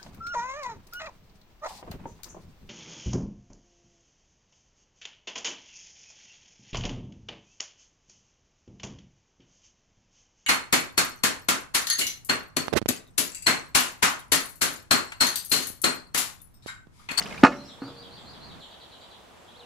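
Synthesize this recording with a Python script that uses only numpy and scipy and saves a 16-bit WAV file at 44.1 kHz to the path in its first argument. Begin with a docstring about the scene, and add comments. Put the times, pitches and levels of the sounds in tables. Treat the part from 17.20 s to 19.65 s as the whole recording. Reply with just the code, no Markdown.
"""A bamboo water tipper, just emptied, knocks hard on its stone, bounces once softly and rattles as it settles.
The tube, its air column and its wall ring as decaying sines under a crack of noise; the garden echoes the knock.
The last water spatters on pebbles as droplet pings; a low murmur of water, shaped noise, swells then drops abruptly.
Behind, gliding sines through the trees make a songbird's phrase, a thin high call and a clear warble.
A dove coos far off, in still air of shaped noise. Two microphones hear it, alike in the bass, wide in the treble."""
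import sys
import numpy as np
from scipy import signal
from scipy.fft import rfft, irfft
from scipy.io import wavfile
from scipy.ndimage import uniform_filter1d

SR = 44100
rng = np.random.default_rng(int(sys.argv[2]) if len(sys.argv) > 2 else 0)


def bounce(signal):
    """Save signal as a 16-bit WAV file at the path given by the first command-line argument."""
    frames = np.transpose(np.atleast_2d(signal))
    limited = np.clip(frames, -1, 1)
    pcm = np.round(limited * 32767).astype(np.int16)
    wavfile.write(sys.argv[1], SR, pcm)


N = 108045  # samples


def amp(db):
    """Decibels to gain."""
    return 10 ** (np.asarray(db) / 20)


def evened(x):
    """Scales to rms 1."""
    return x / np.sqrt(np.mean(x ** 2) + 1e-20)


def read(points, hz):
    """Reads a curve over frequency, straight between points on a log axis."""
    f, value = np.transpose(points)
    return np.interp(np.log(hz + 1), np.log(f + 1), value)


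def level(points):
    """A level curve as gain per sample."""
    return amp(np.interp(np.arange(N) / SR, *np.transpose(points)))


def add(mix, start_s, sound):
    """Mixes a sound in at a time, cut off at the end of the mix."""
    part = mix[..., round(start_s * SR):][..., :sound.shape[-1]]
    part += sound[..., :part.shape[-1]]


def filtered(x, order, hz, kind="low"):
    """Butterworth filter."""
    return signal.lfilter(*signal.butter(order, hz, kind, fs=SR), x)


def through(x, response):
    """Convolves one or two channels, keeping the length."""
    return signal.fftconvolve(np.atleast_2d(x), np.atleast_2d(response), axes=1)[:, :x.shape[-1]]


def colour(x, points, size=4096):
    """Causal minimum-phase filter with the given spectrum."""
    hz = abs(np.fft.fftfreq(size, 1 / SR))
    log_gain = np.log(amp(read(points, hz)))
    response = np.fft.ifft(np.exp(np.conj(signal.hilbert(log_gain)))).real
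    return through(x, response[:size // 2])


# likeness of the left and right microphones: f/Hz, correlation (1 = identical)
MICROPHONE_LIKENESS = [(30, 0.23), (150, 0.35), (700, 0.28), (2000, 0.2), (5000, 0.19), (12000, 0.051)]


def pair(z):
    """Two unrelated channels become a microphone pair, more alike in the bass than in the treble."""
    a, b = rfft(z)
    same = read(MICROPHONE_LIKENESS, np.fft.rfftfreq(z.shape[1], 1 / SR))
    mid = a * np.sqrt((1 + same) / 2)
    side = b * np.sqrt((1 - same) / 2)
    return irfft(np.array([mid + side, mid - side]), z.shape[1])


def noise(count, width=1):
    """White noise at the two microphones, narrowed by width."""
    z = pair(rng.standard_normal((2, count)))
    middle = z.mean(0)
    return middle + width * (z - middle)


def tail(decay, width=1, rise_s=0.013):
    """One second of diffuse reflections, each band dying at its own speed."""
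    hz, t, z = signal.stft(noise(SR, width), SR, nperseg=256)
    fade = amp(-60 * t / read(decay, hz)[:, None])
    rise = np.minimum(t / rise_s, 1)
    out = signal.istft(z * fade * rise, SR, nperseg=256)[1]
    return out / np.linalg.norm(out[0])


def ringing(modes):
    """One second of resonances, each a decaying sine."""
    t = np.arange(SR) / SR
    rise = np.minimum(t / 0.00045, 1)
    return rise * sum(amp(db - 60 * t / t60) * np.sin(2 * np.pi * hz * t) for hz, db, t60 in modes)


# hollow thump of the tube: f/Hz, level/dB within the blow, t60/s
THUMP_MODES = [(263, 5.5, 0.033), (196.4, -14, 0.035), (330, -14, 0.034)]
# ring of the bamboo wall: f/Hz, level/dB within the blow, t60/s
WALL_MODES = [(368, -34.5, 0.35), (494, -13.5, .12), (578, -27.5, 0.55), (683, -11.5, 0.079),
              (748.4, -15.5, 0.14), (850, -19.5, 0.1165), (1123, -15.5, 0.14), (1259, -8.5, 0.1),
              (1335, -14, 0.16), (1426, -8.5, 0.076), (1725, -18, 0.1), (1858, -14, 0.067),
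              (2052, -10, 0.027), (2523, -22.5, 0.097)]
# long ring of the air column: f/Hz, level/dB before each blow's column gain, t60/s
COLUMN_MODES = [(135.8, -37.5, 0.99), (274, -26.5, 0.47), (290, -42, 0.5)]
# colour of the dense, short ring of the contact: f/Hz, relative level/dB per Hz
CRACK_COLOUR = [(60, -28), (400, 2.5), (1000, 4.5), (2000, 0), (2900, -4.5), (3500, -24), (4200, -12.5),
                (6000, -24), (9000, -26), (16000, -46)]
CRACK_DB, CRACK_T60_S, CRACK_RISE_S = -5.5, 0.056, 0.0004
# colour of the first hard snap of bamboo on stone: f/Hz, relative level/dB per Hz
SNAP_COLOUR = [(300, -21), (1500, 7.5), (3000, 4.5), (4800, -5), (6500, -26), (16000, -40)]
SNAP_DB, SNAP_PEAK_S = -14.5, 0.00051


def blow(level_db, dull_hz, column_db, width=0.18):
    """One blow: modes ring under a noisy crack that opens with a snap; each blow has its own dullness."""
    t = np.arange(SR) / SR
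    ring = ringing(THUMP_MODES + WALL_MODES) + amp(column_db) * ringing(COLUMN_MODES)
    grain = rng.standard_normal(SR) + width * rng.standard_normal((2, SR))
    crack_fade = amp(CRACK_DB - 60 * t / CRACK_T60_S) * np.minimum(t / CRACK_RISE_S, 1)
    crack = evened(colour(grain, CRACK_COLOUR)) * crack_fade
    snap_pulse = t / SNAP_PEAK_S * np.exp(1 - t / SNAP_PEAK_S)
    snap = amp(SNAP_DB) * evened(colour(grain, SNAP_COLOUR)) * snap_pulse
    return [amp(level_db) * filtered(part, 1, dull_hz) for part in (ring, crack + snap)]


# blows of the tube on its rest: t/s, level/dB, dull above f/Hz, gain of the air column/dB
TUBE_BLOWS = [(0.2323, -15, 1800, 5), (0.2356, -1, 7105, -0.5), (0.6191, -32, 1080, 24)]
# echoes from rocks and walls: delay t/s, level/dB before the echo filters, smear t/s
ROCK_ECHOES = [(.0115, -0.5, 0.0013), (.029, -7.5, 0.0033), (.083, -23.5, 0.021)]
ECHO_LOW_HZ, ECHO_HIGH_HZ, ECHO_RING_DB, ECHO_WIDTH = 610, 7000, -5.5, 0.35
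# decay of the garden's tail: f/Hz, t60/s
GARDEN_DECAY = [(120, .65), (300, .42), (1300, .35), (3000, .25), (8000, .2), (15000, .15)]
# colour of the garden's tail: f/Hz, filter level/dB
GARDEN_TONE = [(100, -29.5), (280, -22), (600, -20), (1400, -21), (3000, -16.5), (7000, 1), (12000, -30)]


def tipper():
    """The blows with their echoes and the garden's tail; the narrow tube radiates no deep bass."""
    ring, crack, echoes = np.zeros((3, 2, N))
    for start_s, db, dull_hz, column_db in TUBE_BLOWS:
        blow_ring, blow_crack = blow(db, dull_hz, column_db)
        add(ring, start_s, blow_ring)
        add(crack, start_s, blow_crack)
    t = np.arange(SR // 10) / SR
    for delay_s, db, smear_s in ROCK_ECHOES:
        scatter = noise(len(t), ECHO_WIDTH) * np.exp(-t / smear_s)
        smeared = through(crack, scatter / np.linalg.norm(scatter[0]))
        add(echoes, delay_s, amp(db) * (amp(ECHO_RING_DB) * ring + smeared))
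    echoes = filtered(filtered(echoes, 2, ECHO_LOW_HZ, "high"), 1, ECHO_HIGH_HZ)
    garden = colour(through(ring + crack, tail(GARDEN_DECAY, width=0.2)), GARDEN_TONE)
    low_cut = signal.butter(4, 149, "high", fs=SR, output="sos")  # Hz
    return signal.sosfilt(low_cut, ring + crack + echoes + garden)


# brief rattle after the bounce: t/s, level/dB
RATTLE_LEVEL = [(.615, -80), (.63, -48), (.665, -45), (.69, -42.5), (.72, -52), (.78, -69), (.85, -110)]
# colour of the rattle: f/Hz, relative level/dB per Hz
RATTLE_COLOUR = [(50, -24), (125, 6), (190, -9), (280, 4), (420, -4), (700, -5.5), (1000, -9), (1350, -4),
                 (1800, -25), (4000, -25), (12000, -43)]
TAPS_PER_S = 880


def settling():
    """Tiny quick taps of the tube on its rest: random impulses through a fixed colour."""
    taps = rng.standard_normal(N) * (rng.random(N) < TAPS_PER_S / SR)
    return evened(colour(taps, RATTLE_COLOUR)) * level(RATTLE_LEVEL)


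# loud splats on the pebbles: t/s, level/dB before the common splat gain, starting f/Hz
PEBBLE_SPLATS = [(.006, -36, 6200), (0.0159, -28.5, 1970), (0.0245, -33, 5230), (0.022, -34.5, 2900),
                 (0.036, -34, 4760), (.058, -34, 2500), (0.0626, -32.5, 2930), (.109, -33.5, 2450),
                 (0.1244, -30, 2100), (0.144, -32, 1591), (0.178, -31, 2340)]
SPLAT_DB, SPLAT_T60_S, SPLAT_HISS = -2, 0.037, 0.67
SPLAT_RISE_PER_S = 4.4  # pitch rise as a fraction of the starting pitch


def splats():
    """Each splat is a rising, dying sine with a band of hiss around its pitch."""
    out = np.zeros((2, N))
    t = np.arange(SR // 20) / SR
    for start_s, db, hz in PEBBLE_SPLATS:
        hiss = evened(filtered(noise(len(t), 0.17), 2, [hz / 2, hz * 1.2], "band"))
        ping = np.sin(2 * np.pi * hz * (t + SPLAT_RISE_PER_S * t ** 2 / 2))
        fade = amp(SPLAT_DB + db - 60 * t / SPLAT_T60_S) * np.minimum(t / 0.0005, 1)
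        add(out, start_s, (ping + SPLAT_HISS * hiss) * fade)
    return out


DROPS_PER_S, DROP_SPREAD_DB = 4000, 3.8  # drops at each microphone, all pitches together


def droplets(count=28):
    """Short pings of many pitches, each pitch with its own sparse rain of drops."""
    t, out = np.arange(SR // 40) / SR, np.zeros((2, N))
    for hz in np.geomspace(700, 14000, count):
        hits = rng.random((2, N)) < DROPS_PER_S / count / SR
        sizes = np.zeros((2, N))
        sizes[hits] = amp(DROP_SPREAD_DB * np.minimum(rng.exponential(1, hits.sum()), 3))
        peak_s = 2 / hz  # the swell peaks after two cycles
        ping = np.sin(2 * np.pi * hz * t) * t * np.exp(-t / peak_s)
        out += np.sqrt(hz) * evened(through(sizes, ping))
    return evened(pair(out))


# colour of the spilling water: f/Hz, relative level/dB per Hz
SPILL_COLOUR = [(24, -36), (40, -4), (117, -14), (183, -2), (342, -14.5), (438, -10), (1160, -17),
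                (2220, -18.5), (2990, -25), (3740, -25), (5300, -25), (15500, -45.5)]
# its fading away: t/s, level/dB
SPILL_FADE = [(0, -34), (.03, -39.5), (.08, -38.5), (.15, -40.5), (.22, -41), (.33, -48.5), (.5, -59),
              (.8, -117)]


def spill():
    """The last water: dense droplets over a low gush and a wash of noise."""
    gush = filtered(noise(N), 2, 700)
    mix = droplets() + 1.05 * gush + 0.7 * noise(N)
    return evened(colour(mix, SPILL_COLOUR)) * level(SPILL_FADE)


# colour of the low murmur of running water: f/Hz, relative level/dB per Hz
MURMUR_COLOUR = [(30, -8.5), (80, -1), (150, 1.5), (230, -0.5), (400, -8.5), (1200, -11), (2500, -21.5),
                 (6000, -32), (15000, -53)]
# its swell and abrupt drop: t/s, level/dB
MURMUR_LEVEL = [(0, -50), (.55, -54.5), (.8, -53.5), (1.0, -51.5), (1.15, -50), (1.3, -48), (1.4, -48),
                (1.44, -65.5), (2.45, -66.5)]


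def murmur():
    """Running water as coloured noise whose level moves."""
    return evened(colour(noise(N), MURMUR_COLOUR)) * level(MURMUR_LEVEL)


def note(length_s, db, from_hz, to_hz, waver, size=60):
    """One gliding whistle that swells and fades, its pitch wavering with noise averaged over size samples."""
    u = np.arange(0, length_s, 1 / SR) / length_s
    wobble = evened(uniform_filter1d(rng.standard_normal(SR), size))[:len(u)]
    hz = from_hz * (to_hz / from_hz) ** u * (1 + waver * wobble)
    swell = np.sqrt(abs(np.sin(np.pi * u)))
    return amp(db) * evened(swell * np.sin(2 * np.pi * np.cumsum(hz) / SR))


def phrase(notes, waver, size=60):
    """A run of notes; a note with no second pitch holds its first."""
    out = np.zeros(N)
    for start_s, length_s, db, from_hz, *to_hz in notes:
        add(out, start_s, note(length_s, db, from_hz, to_hz[0] if to_hz else from_hz, waver, size))
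    return out


# rising slurs: t/s, length t/s, level/dB before the dry and wet gains, from f/Hz, to f/Hz
RISING_SLURS = [(0.325, 0.033, -54, 5400, 5880), (0.355, 0.089, -55, 4030, 4270),
                (.435, 0.042, -53.5, 4940, 5900), (0.598, 0.074, -52, 4124, 4900),
                (0.751, 0.051, -50.5, 4105, 4943), (0.897, 0.065, -51.5, 4030, 4800),
                (1.049, 0.056, -49.5, 4020, 4890), (1.2, .06, -50, 4024, 4640),
                (1.422, 0.025, -54.5, 2897, 4440), (2.263, .04, -59.5, 3300, 4150)]
# falling notes: t/s, length t/s, level/dB before the dry and wet gains, from f/Hz, to f/Hz
FALLING_NOTES = [(0.471, .05, -49.5, 4300, 3070), (0.659, 0.044, -52, 4200, 3040),
                 (.815, 0.039, -49.5, 4300, 2880), (0.965, 0.019, -46.5, 4200, 3040),
                 (1.122, 0.038, -51.5, 4300, 2970), (1.283, 0.039, -50.5, 4500, 3010),
                 (1.399, 0.039, -47, 4600, 2829), (1.508, 0.024, -48.5, 4700, 2810),
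                 (1.602, .028, -48.5, 4800, 2883), (1.711, 0.03, -49.5, 4700, 2790),
                 (1.808, 0.023, -49, 4900, 2823), (1.902, 0.035, -51.5, 4700, 2895)]


def songbird():
    """A phrase of rising slurs and falling notes, with a rough pitch."""
    return phrase(RISING_SLURS + FALLING_NOTES, waver=0.028)


# clear warble ending in an up-and-down whistle: t/s, length t/s, direct level/dB, from f/Hz, to f/Hz
WARBLE_NOTES = [(2.277, 0.0328, -58, 3110, 3530), (2.31, 0.0235, -71, 3570, 3000),
                (2.339, .046, -58, 2850, 4740), (2.393, 0.026, -53.5, 4416, 3290),
                (2.411, 0.039, -58.5, 3340, 2600)]


def warbler():
    """A clearer warble with a steadier pitch."""
    return phrase(WARBLE_NOTES, waver=0.012)


# thin high calls: t/s, length t/s, level/dB before the dry and wet gains, f/Hz
HIGH_CALLS = [(.43, 0.12, -67, 7550), (.97, 0.081, -67, 7530), (1.364, 0.11, -67.5, 7270),
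              (1.718, 0.14, -70.5, 7364), (2.143, 0.087, -70, 7430)]


def high_caller():
    """A repeated thin call that holds one pitch but for its waver."""
    return phrase(HIGH_CALLS, waver=0.0263)


# distant coos: t/s, length t/s, level/dB, f/Hz
DOVE_COOS = [(.56, 0.4, -57, 475), (2.36, 0.18, -58.5, 481)]


def dove():
    """A dove far off: low, slowly wavering whistles."""
    return phrase(DOVE_COOS, waver=0.011, size=900)


SONG_DRY_DB, WARBLE_WET_DB = -8, -4
TREES_T60_S = 0.42


def birds():
    """Song, call and warble reach the microphones direct and scattered by the trees; the dove direct only."""
    song, warble = songbird(), warbler()
    song += high_caller()
    direct = dove() + warble + amp(SONG_DRY_DB) * song
    scatter = tail([(1000, TREES_T60_S), (8000, TREES_T60_S)], rise_s=0.012)
    return direct + through(song + amp(WARBLE_WET_DB) * warble, scatter)


# colour of the garden's still air: f/Hz, relative level/dB per Hz
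AIR_COLOUR = [(15, -28), (25, -4), (64, 0), (130, -5.5), (211, -2.5), (268, -4), (654, -0.5), (928, -1.5),
              (1120, -4.5), (2140, -12), (3300, -11), (5080, -19), (7210, -21), (11700, -26.5),
              (15800, -35)]


def still_air():
    """The steady background as coloured noise."""
    return amp(-52) * evened(colour(noise(N), AIR_COLOUR))


def scene():
    """Everything over the still air of the garden, a little louder at the right microphone."""
    air = still_air()
    knock = tipper() + settling()
    water = spill() + splats() + murmur()
    return (knock + water + birds() + air) * amp([[-0.3], [0.3]])


def record(dry):
    """The knock overloads the recorder, which rounds off its peaks; then the band limit."""
    knee = 6  # higher is a harder corner
    clipped = dry / (1 + abs(dry) ** knee) ** (1 / knee)
    band_limit = signal.firwin(511, 15800, window=("kaiser", 9), fs=SR)  # Hz
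    return signal.oaconvolve(clipped, band_limit[None], "same")


dry = scene()
out = record(dry)
bounce(out)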